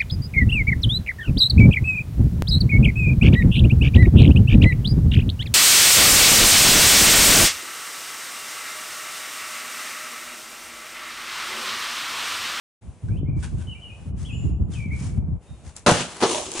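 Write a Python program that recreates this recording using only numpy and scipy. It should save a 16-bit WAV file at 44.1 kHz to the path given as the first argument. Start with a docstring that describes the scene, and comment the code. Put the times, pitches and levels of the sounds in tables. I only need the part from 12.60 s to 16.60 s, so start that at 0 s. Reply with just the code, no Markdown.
"""In a quiet yard, wind buffets the microphone and birds sing over a faint hush.
Shoes scuff and clothes swish as someone swings a plastic-pipe hammer at a full water jug.
The jug cracks, thumps and sprays. A third of a second later the water slaps on the concrete,
pours down and thins to a patter. The ground, deck and house wall throw back quick echoes."""
import sys
import numpy as np
from scipy import signal
from scipy.fft import rfft, irfft
from scipy.io import wavfile

SR = 44100
rng = np.random.default_rng(int(sys.argv[2]) if len(sys.argv) > 2 else 0)


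def digitize_waveform(pressure):
    """Quantize a signal to 16-bit integers and store it at the path in sys.argv[1].

    Rows of a 2-D input are taken as channels; values are limited to [-1, 1].
    """
    field = np.atleast_2d(pressure).T
    bounded = np.clip(field, -1, 1)
    quanta = np.round(bounded * 32767).astype(np.int16)
    wavfile.write(sys.argv[1], SR, quanta)


N = 176400
T = np.arange(N) / SR
FREQS = np.fft.rfftfreq(N, 1 / SR)
TREBLE_LIMIT_HZ = 10520


def amp(db):
    """Turns decibels into a number to multiply by."""
    return 10 ** (np.asarray(db) / 20)


def unit(x):
    """Scales a signal to an average power of one."""
    return x / np.sqrt(np.mean(x ** 2) + 1e-20)


def value_at(points, hz):
    """Looks up a (frequency, value) table, joining its points on a musical scale."""
    freqs, values = np.transpose(points)
    return np.interp(np.log(hz + 1), np.log(freqs + 1), values)


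def add(mix, start, sound):
    """Adds a sound to the mix at a start time in seconds."""
    part = mix[..., round(start * SR):][..., :sound.shape[-1]]
    part += sound[..., :part.shape[-1]]


def colour(x, tone, size=4096):
    """Makes some frequencies stronger and others weaker, following a tone table."""
    hz = abs(np.fft.fftfreq(size, 1 / SR))
    gain_db = value_at(tone, hz) - 40 * (hz > TREBLE_LIMIT_HZ + 1000)
    log_gain = np.log(amp(np.maximum(gain_db, -100)))
    # this filter rings only after a click, never before it
    taps = np.fft.ifft(np.exp(np.conj(signal.hilbert(log_gain)))).real[:size // 2]
    return signal.oaconvolve(x, taps[None] / np.linalg.norm(taps), axes=1)[:, :N]


def stereo(pair, likeness):
    """Blends two unrelated signals into a left and a right that are partly alike."""
    same = np.clip(value_at(likeness, FREQS), -1, 1)
    mid, side = rfft(pair) * np.sqrt([(1 + same) / 2, (1 - same) / 2])
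    return irfft(np.array([mid + side, mid - side]), N)


def wander(per_s):
    """A smooth random wobble, up to about per_s swings a second."""
    return unit(irfft(rfft(rng.standard_normal(N)) * np.exp(-(FREQS / per_s) ** 2), N))


def envelope(start, rise, hold, fade, db):
    """Loudness that rises, holds and fades. A fade is always the time taken to drop 60 dB."""
    fading_s = np.maximum(T - start - rise - hold, 0)
    return np.clip((T - start) / rise, 0, 1) * amp(db - 60 * fading_s / fade)


# how alike left and right sound (frequency [Hz], likeness [0-1])
EAR_LIKENESS = [(60, .95), (400, .97), (900, .92), (2000, .72), (4500, .5), (10400, .45)]
def grains(tone, shapes, per_s, uneven_db, clump_db=1.5):
    """A swarm of tiny hits, like drops or grit, that swells and fades with each shape."""
    sizes = amp(uneven_db * np.minimum(rng.exponential(1, (2, N)), 4)) * rng.choice([-1, 1], (2, N))
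    hits = rng.random((2, N)) < per_s / SR
    clicks = unit(sizes * hits * amp(clump_db * wander(130)))
    loudness = sum(envelope(*shape) for shape in shapes)
    return colour(stereo(clicks, EAR_LIKENESS) * loudness, tone)


def reverb(x, fade, delay_s=.012):
    """Many faint outdoor echoes that blur together, different in each ear."""
    t = T[:SR]
    echoes = rng.standard_normal((2, SR)) * (rng.random((2, SR)) < 2000 / SR)
    echoes *= (t > delay_s) * amp(-60 * t / fade)
    return signal.fftconvolve(np.atleast_2d(x), echoes / np.linalg.norm(echoes[0]), axes=1)[:, :N]


def pushes(rows, sag, rise_s):
    """Short, low swings of air pressure whose pitch sinks by the fraction sag."""
    out, t = np.zeros(N), T[:SR // 4]
    for start, db, hz, fade in rows:
        cycles = np.cumsum(hz * (1 - sag * np.minimum(t / fade, 1))) / SR
        onset = 1 - np.exp(-(t / rise_s) ** 2)
        add(out, start, -amp(db - 60 * t / fade) * np.sin(2 * np.pi * cycles) * onset)
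    return out


# tone of the hush (frequency [Hz], level [dB])
HUSH_TONE = [(25, -14), (60, -1), (200, -3), (313, -7), (700, -9), (1100, -15), (1750, -22), (2500, -20),
             (3300, -24), (4600, -28), (7000, -24), (10400, -25)]
# moments when the hush turns duller (start [s], end [s])
TREBLE_DIPS = [(.6, .79), (1.51, 1.56), (1.92, 2.09), (2.25, 2.3), (2.6, 2.81)]
def hush(level_db=-53, dip_db=-16, dip_above_hz=1300, slope_s=.04):
    """The faint hush of the neighbourhood; its treble dips now and then."""
    noise = colour(stereo(rng.standard_normal((2, N)), EAR_LIKENESS), HUSH_TONE)
    noise *= amp(level_db + wander(5))
    low = irfft(rfft(noise) / (1 + (FREQS / dip_above_hz) ** 4), N)
    dip = sum(np.clip(np.minimum(T - start, end - T) / slope_s + .5, 0, 1) for start, end in TREBLE_DIPS)
    return low + (noise - low) * amp(dip_db * dip)


# strength of the wind (time [s], level [dB])
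GUSTS = [(.2, -55), (.27, -34), (.35, -48), (.412, -56), (.435, -25), (.7, -22), (.85, -27), (1.11, -31),
         (1.22, -43), (1.42, -42), (1.47, -30), (1.55, -26), (1.68, -31), (1.87, -23), (2.0, -21),
         (2.22, -32), (2.28, -25), (2.75, -26), (2.8, -52), (2.86, -55), (2.9, -37), (3.0, -49),
         (3.06, -36), (3.13, -50), (4.0, -54)]
# tone of its rumble (frequency [Hz], level [dB])
WIND_TONE = [(10, -60), (25, -29), (40, -12), (55, -1), (75, 2), (110, -1), (168, -7), (220, -13),
             (400, -29), (500, -37), (800, -44), (1300, -53), (2500, -80)]
# sudden puffs on the microphone (time [s], level [dB], pitch [Hz], fade [s])
PUFFS = [(.612, -21, 300, .03), (.63, -11, 300, .018), (.686, -17, 220, .04), (.765, -21, 310, .04),
         (.975, -24, 190, .03), (1.541, -21, 200, .035), (1.893, -21, 300, .045), (2.095, -19, 170, .03),
         (2.2595, -14, 150, .03), (2.41, -18, 170, .03), (2.583, -15, 180, .03)]
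def wind(likeness=.5, lumps_db=2.5, left_db=.6):
    """Swirling air hits the microphone, making a lumpy rumble and a few sharper bumps."""
    swirls = stereo(rng.standard_normal((2, N)), [(100, likeness)])
    swirls *= unit(amp(lumps_db * wander(28)))
    strength = amp(np.interp(T, *np.transpose(GUSTS)))
    rumble = colour(swirls * strength, WIND_TONE)
    return (rumble + pushes(PUFFS, sag=.3, rise_s=.002)) * amp([[left_db], [-left_db]])


# the song (start [s], length [s], first pitch [Hz], middle pitch [Hz], last pitch [Hz], level [dB])
SONG_NOTES = [(.5, .055, 2200, 2380, 2600, -57), (.555, .04, 2400, 3000, 3400, -59),
              (.65, .06, 2100, 2280, 2450, -56), (.715, .07, 2200, 2330, 2200, -56),
              (1.07, .075, 2990, 2940, 2670, -41), (1.148, .042, 2300, 2370, 2450, -50),
              (1.21, .08, 3020, 2950, 2720, -43), (1.29, .055, 2420, 2470, 2500, -48),
              (1.648, .048, 2800, 3380, 2720, -45), (1.685, .05, 2950, 2540, 2790, -44),
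              (1.724, .045, 2700, 2890, 2600, -43), (1.79, .05, 2600, 2790, 2780, -51),
              (2.123, .035, 3600, 3250, 2600, -47), (2.148, .115, 2620, 2370, 2340, -43),
              (2.25, .05, 2350, 2200, 2100, -49), (2.305, .045, 2130, 2280, 2320, -40), ]
def songbird(waver=.016, flutter_db=3):
    """A bird slides each pure note through three pitches, with a slight tremble."""
    out, drift = np.zeros(N), 1 + waver * wander(120)
    for start, length, first, middle, last, db in SONG_NOTES:
        progress = np.arange(0, length, 1 / SR) / length
        slide = np.polyval(np.polyfit([0, .5, 1], [first, middle, last], 2), progress)
        hz = slide * drift[round(start * SR):][:len(progress)]
        swell = np.sqrt(2 * abs(np.sin(np.pi * progress)))
        add(out, start, amp(db) * swell * np.sin(2 * np.pi * np.cumsum(hz) / SR))
    return out * unit(amp(flutter_db * wander(110)))


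# a second bird's calls (start [s], length [s], pitch [Hz], level [dB])
WHISTLES = [(1.7, .18, 7110, -54), (2.86, .11, 3695, -61)]
def whistling_bird():
    """Another bird gives thin whistles, each on one steady pitch."""
    out = np.zeros(N)
    for start, length, hz, db in WHISTLES:
        t = np.arange(0, length, 1 / SR)
        swell = np.sqrt(abs(np.sin(np.pi * t / length)))
        add(out, start, amp(db) * swell * np.sin(2 * np.pi * hz * t))
    return out


def birds():
    """Both birds, blurred by echoes from trees and houses."""
    song = songbird() + whistling_bird()
    return song + amp(-3) * reverb(song, fade=.25) + amp(-8) * reverb(song, fade=.75, delay_s=.03)


# movements before the blow (start [s], rise [s], hold [s], fade [s], level [dB])
SCUFFS = [(.482, .003, .005, .06, -57), (.822, .008, .016, .13, -39), (.97, .02, .03, .2, -52)]
SQUEAKS = [(.481, .002, .004, .05, -52), (.827, .008, .005, .05, -41), (.995, .01, .015, .1, -60)]
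SWISHES = [(.75, .06, .06, .5, -55), (1.56, .04, .04, .35, -51), (2.1, .02, .04, .45, -50),
           (2.31, .13, .03, .22, -45.5), (3.03, .04, .03, .15, -52), (3.15, .015, .015, .2, -48)]
# their tones (frequency [Hz], level [dB])
SCUFF_TONE = [(300, -12), (600, -10), (900, -1), (1200, -10), (1520, 4), (1900, -9), (2900, -4),
              (4500, -12), (8000, -7), (10400, -12)]
SQUEAK_TONE = [(700, -30), (920, -12), (1200, -24), (1440, -10), (1520, 0), (1620, -10), (2000, -30),
               (5000, -50)]
SWISH_TONE = [(300, -4), (900, 1), (2000, -2), (4200, -5), (6300, 0), (8500, -2), (10400, -6)]
def hammer_swing():
    """Shoes scuff, rubber soles squeak, and the clothes and hammer swish."""
    scuffs = grains(SCUFF_TONE, SCUFFS, per_s=3000, uneven_db=4)
    squeaks = grains(SQUEAK_TONE, SQUEAKS, per_s=2000, uneven_db=1.5)
    return scuffs + squeaks + grains(SWISH_TONE, SWISHES, per_s=14000, uneven_db=3)


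def bubbles(start, per_s=110, low_hz=350, high_hz=3500, ring_cycles=7, glide=.15):
    """Air trapped in the puddle rings in short, rising blips; later ones are quieter."""
    out, t = np.zeros((2, N)), T[:SR // 12]
    length = T[-1] - start
    for when, pitch, size, side in rng.random((200, 4))[:int(per_s * length)]:
        hz = low_hz * (high_hz / low_hz) ** pitch
        age = t * hz / ring_cycles
        rising_hz = hz * (1 + glide * np.minimum(age, 2))
        ring = np.exp(-age) * np.sin(2 * np.pi * np.cumsum(rising_hz) / SR)
        pan = np.sqrt([[1 - side], [side]])
        add(out, start + when * length, amp(-38 + 10 * size - 10 * when) * pan * ring)
    return out


# single sharp clicks (time [s], level [dB], pitch [Hz], time to fall to about a third [s])
TICKS = [(3.165, -28, 8000, .003), (3.3132, -9, 8500, .0008), (3.3375, -20, 8000, .0007),
         (3.748, -19, 2300, .0012), (3.781, -24, 3500, .001), (3.9175, -18, 8500, .0008),
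         (3.9388, -20, 8000, .0006)]
def ticks(width_octaves=.7):
    """Plastic and large drops click, each a tiny burst of bright noise."""
    out, t = np.zeros((2, N)), T[:2048]
    freqs = np.fft.rfftfreq(len(t), 1 / SR) + 1
    for start, db, hz, decay in TICKS:
        band = np.exp(-(np.log2(freqs / hz) / width_octaves) ** 2 / 2)
        noise = irfft(rfft(rng.standard_normal((2, len(t)))) * band)
        add(out, start, amp(db) * unit(noise) * np.exp(-t / decay))
    return out


# stages of the splash (start [s], rise [s], hold [s], fade [s], level [dB])
FLIGHT = (3.46, .05, .09, .3, -40.5)
FIRST_DROPS = (3.598, .016, .02, .1, -31)
SLAP = (3.6195, .01, .013, .075, -14.5)
POUR = (3.63, .03, .06, .46, -26.3)
FIZZ = (3.645, .05, .08, .55, -32)
DRUMMING = (3.735, .012, .055, .11, -30.5)
PATTER = (3.68, .08, .2, 1.5, -38.5)
LAST_SPLASH = (3.945, .04, .03, .4, -31)
# their tones (frequency [Hz], level [dB])
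FLIGHT_TONE = [(59, -59), (100, -29), (169, 0), (244, -14), (405, -2), (532, -9), (916, -4), (1520, -10),
               (10400, -16), (13500, -46), (22000, -120)]
SLAP_TONE = [(35, -54), (60, -26), (150, -10), (350, 0), (590, -8), (900, -4), (1060, -11), (1200, -7),
             (1660, -17), (2250, -20), (3100, -16), (4600, -17), (6200, -21), (7500, -28), (10400, -32)]
POUR_TONE = [(59, -45), (100, -15), (275, -5), (375, 1), (621, -9), (991, -6), (1330, -13), (1430, -19),
             (2330, -18), (3570, -13), (5070, -20), (6520, -14), (10400, -22), (13500, -52), (22000, -120)]
FIZZ_TONE = [(1000, -25), (2000, -9), (2900, 0), (4700, -5), (6500, 2), (8000, -2), (10400, -4)]
DRUM_TONE = [(200, -35), (450, -14), (620, 0), (980, -3), (1400, -25), (3000, -22), (5000, -40)]
PATTER_TONE = [(60, -18), (145, -16), (250, -7), (350, -3), (470, -13), (930, -9), (1810, -20), (2670, -11),
               (4510, -16), (6780, -10), (10400, -20)]
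def falling_water():
    """Drops fly, most of the water slaps down, then it pours, fizzes, drums and patters out."""
    out = grains(FLIGHT_TONE, [FLIGHT, FIRST_DROPS], per_s=9000, uneven_db=4.5)
    out += grains(SLAP_TONE, [SLAP], per_s=5000, uneven_db=3.5)
    out += grains(POUR_TONE, [POUR], per_s=9000, uneven_db=4.5)
    out += grains(FIZZ_TONE, [FIZZ], per_s=6000, uneven_db=4)
    out += grains(DRUM_TONE, [DRUMMING], per_s=1200, uneven_db=3) * amp([[-3], [2]])  # to the right
    return out + grains(PATTER_TONE, [PATTER, LAST_SPLASH], per_s=5000, uneven_db=4.5)


# low thumps (time [s], level [dB], pitch [Hz], fade [s])
THUMPS = [(3.264, -11, 230, .06), (3.2815, -9, 220, .07), (3.318, -3, 160, .04), (3.6225, -13, 270, .04),
          (3.635, -10, 400, .05), (3.886, -29, 370, .06), (3.951, -26, 350, .08)]
def thumps():
    """The jug thumps as it caves in, and so does the water as it lands."""
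    return pushes(THUMPS, sag=.25, rise_s=.001)


# the blow and the quick cracks as the jug splits (time [s], level [dB])
CRACKS = [(3.2636, -5), (3.2675, -6), (3.2700, -7), (3.2817, -6), (3.2885, -6), (3.2922, -8), (3.2985, -11),
          (3.312, -12)]
# hollow ringing pitches heard after each crack (pitch [Hz], level [dB], fade [s])
RING_NOTES = [(168, -17, .3), (205, -19, .35), (400, -19, .15), (481, -11, .17), (601, -13, .14),
              (721, -11, .14), (778, -13, .14), (914, -15, .13), (990, -15, .14), (1460, -16, .12),
              (1930, -22, .08), (2760, -19, .09)]
# water leaving the jug (start [s], rise [s], hold [s], fade [s], level [dB])
BURST = (3.2622, .001, .028, .185, -10.8)
SPRAY = (3.263, .004, .14, .32, -25)
# its tones (frequency [Hz], level [dB])
BURST_TONE = [(30, -45), (60, -18), (110, -8), (190, 1), (300, -3), (500, -2), (800, -1), (1150, -8),
              (1480, -5), (2100, -14), (2800, -12), (4700, -19), (6300, -16), (7600, -23), (10400, -26)]
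SPRAY_TONE = [(60, -20), (110, -3), (200, -1), (320, -9), (630, -7), (1200, -8), (2000, -13), (2850, -9),
              (4700, -15), (6700, -13), (10400, -21)]
def bursting_jug(snap_s=.0012, snap_db=-7, ring_db=-7.5):
    """Each crack is a snap with a hollow ring after it; water is forced out with a roar and a hiss."""
    out, t = np.zeros((2, N)), T[:SR // 3]
    for start, db in CRACKS:
        ring = sum(amp(level - 60 * t / fade) * np.sin(2 * np.pi * (hz * t + rng.random()))
                   for hz, level, fade in RING_NOTES)
        snap = rng.standard_normal((2, len(t))) * np.exp(-t / snap_s)
        add(out, start, amp(db) * (amp(ring_db) * ring + amp(snap_db) * snap))
    out += grains(BURST_TONE, [BURST], per_s=7000, uneven_db=3)
    return out + grains(SPRAY_TONE, [SPRAY], per_s=12000, uneven_db=4)


# echoes off the ground, deck and wall (delay [s], level [dB])
ECHOES = [(.0083, -12), (.0175, -14), (.029, -15)]
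def scene():
    """The nearby sounds bounce around the yard, with birds, wind and hush behind them."""
    near = bursting_jug() + thumps() + falling_water() + bubbles(start=SLAP[0])
    near += ticks() + hammer_swing()
    out = near + amp(-15) * reverb(near, fade=.3)
    for delay, db in ECHOES:
        add(out, delay, amp(db) * near)
    return out + birds() + wind() + hush()


# how much louder the left is than the right (frequency [Hz], level [dB])
LEFT_LEAN = [(100, 0), (800, -.5), (1500, 2.5), (2900, 1.5), (5500, -1), (7000, 2), (8500, 7), (10400, 6)]
def record(dry, ceiling=.8, silent_s=.21):
    """After a short silence, the microphone leans the treble left, rounds peaks and cuts the top."""
    lean_db = value_at(LEFT_LEAN, FREQS) / 2
    leaning = irfft(rfft(dry) * amp([lean_db, -lean_db]), N)
    fade_in = np.clip((T - silent_s) / .015, 0, 1)
    rounded = ceiling * np.tanh(leaning * fade_in / ceiling)
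    treble_cut = signal.firwin(701, TREBLE_LIMIT_HZ, window=("kaiser", 8), fs=SR)
    return signal.oaconvolve(rounded, treble_cut[None], "same")


dry = scene()
out = record(dry)
digitize_waveform(out)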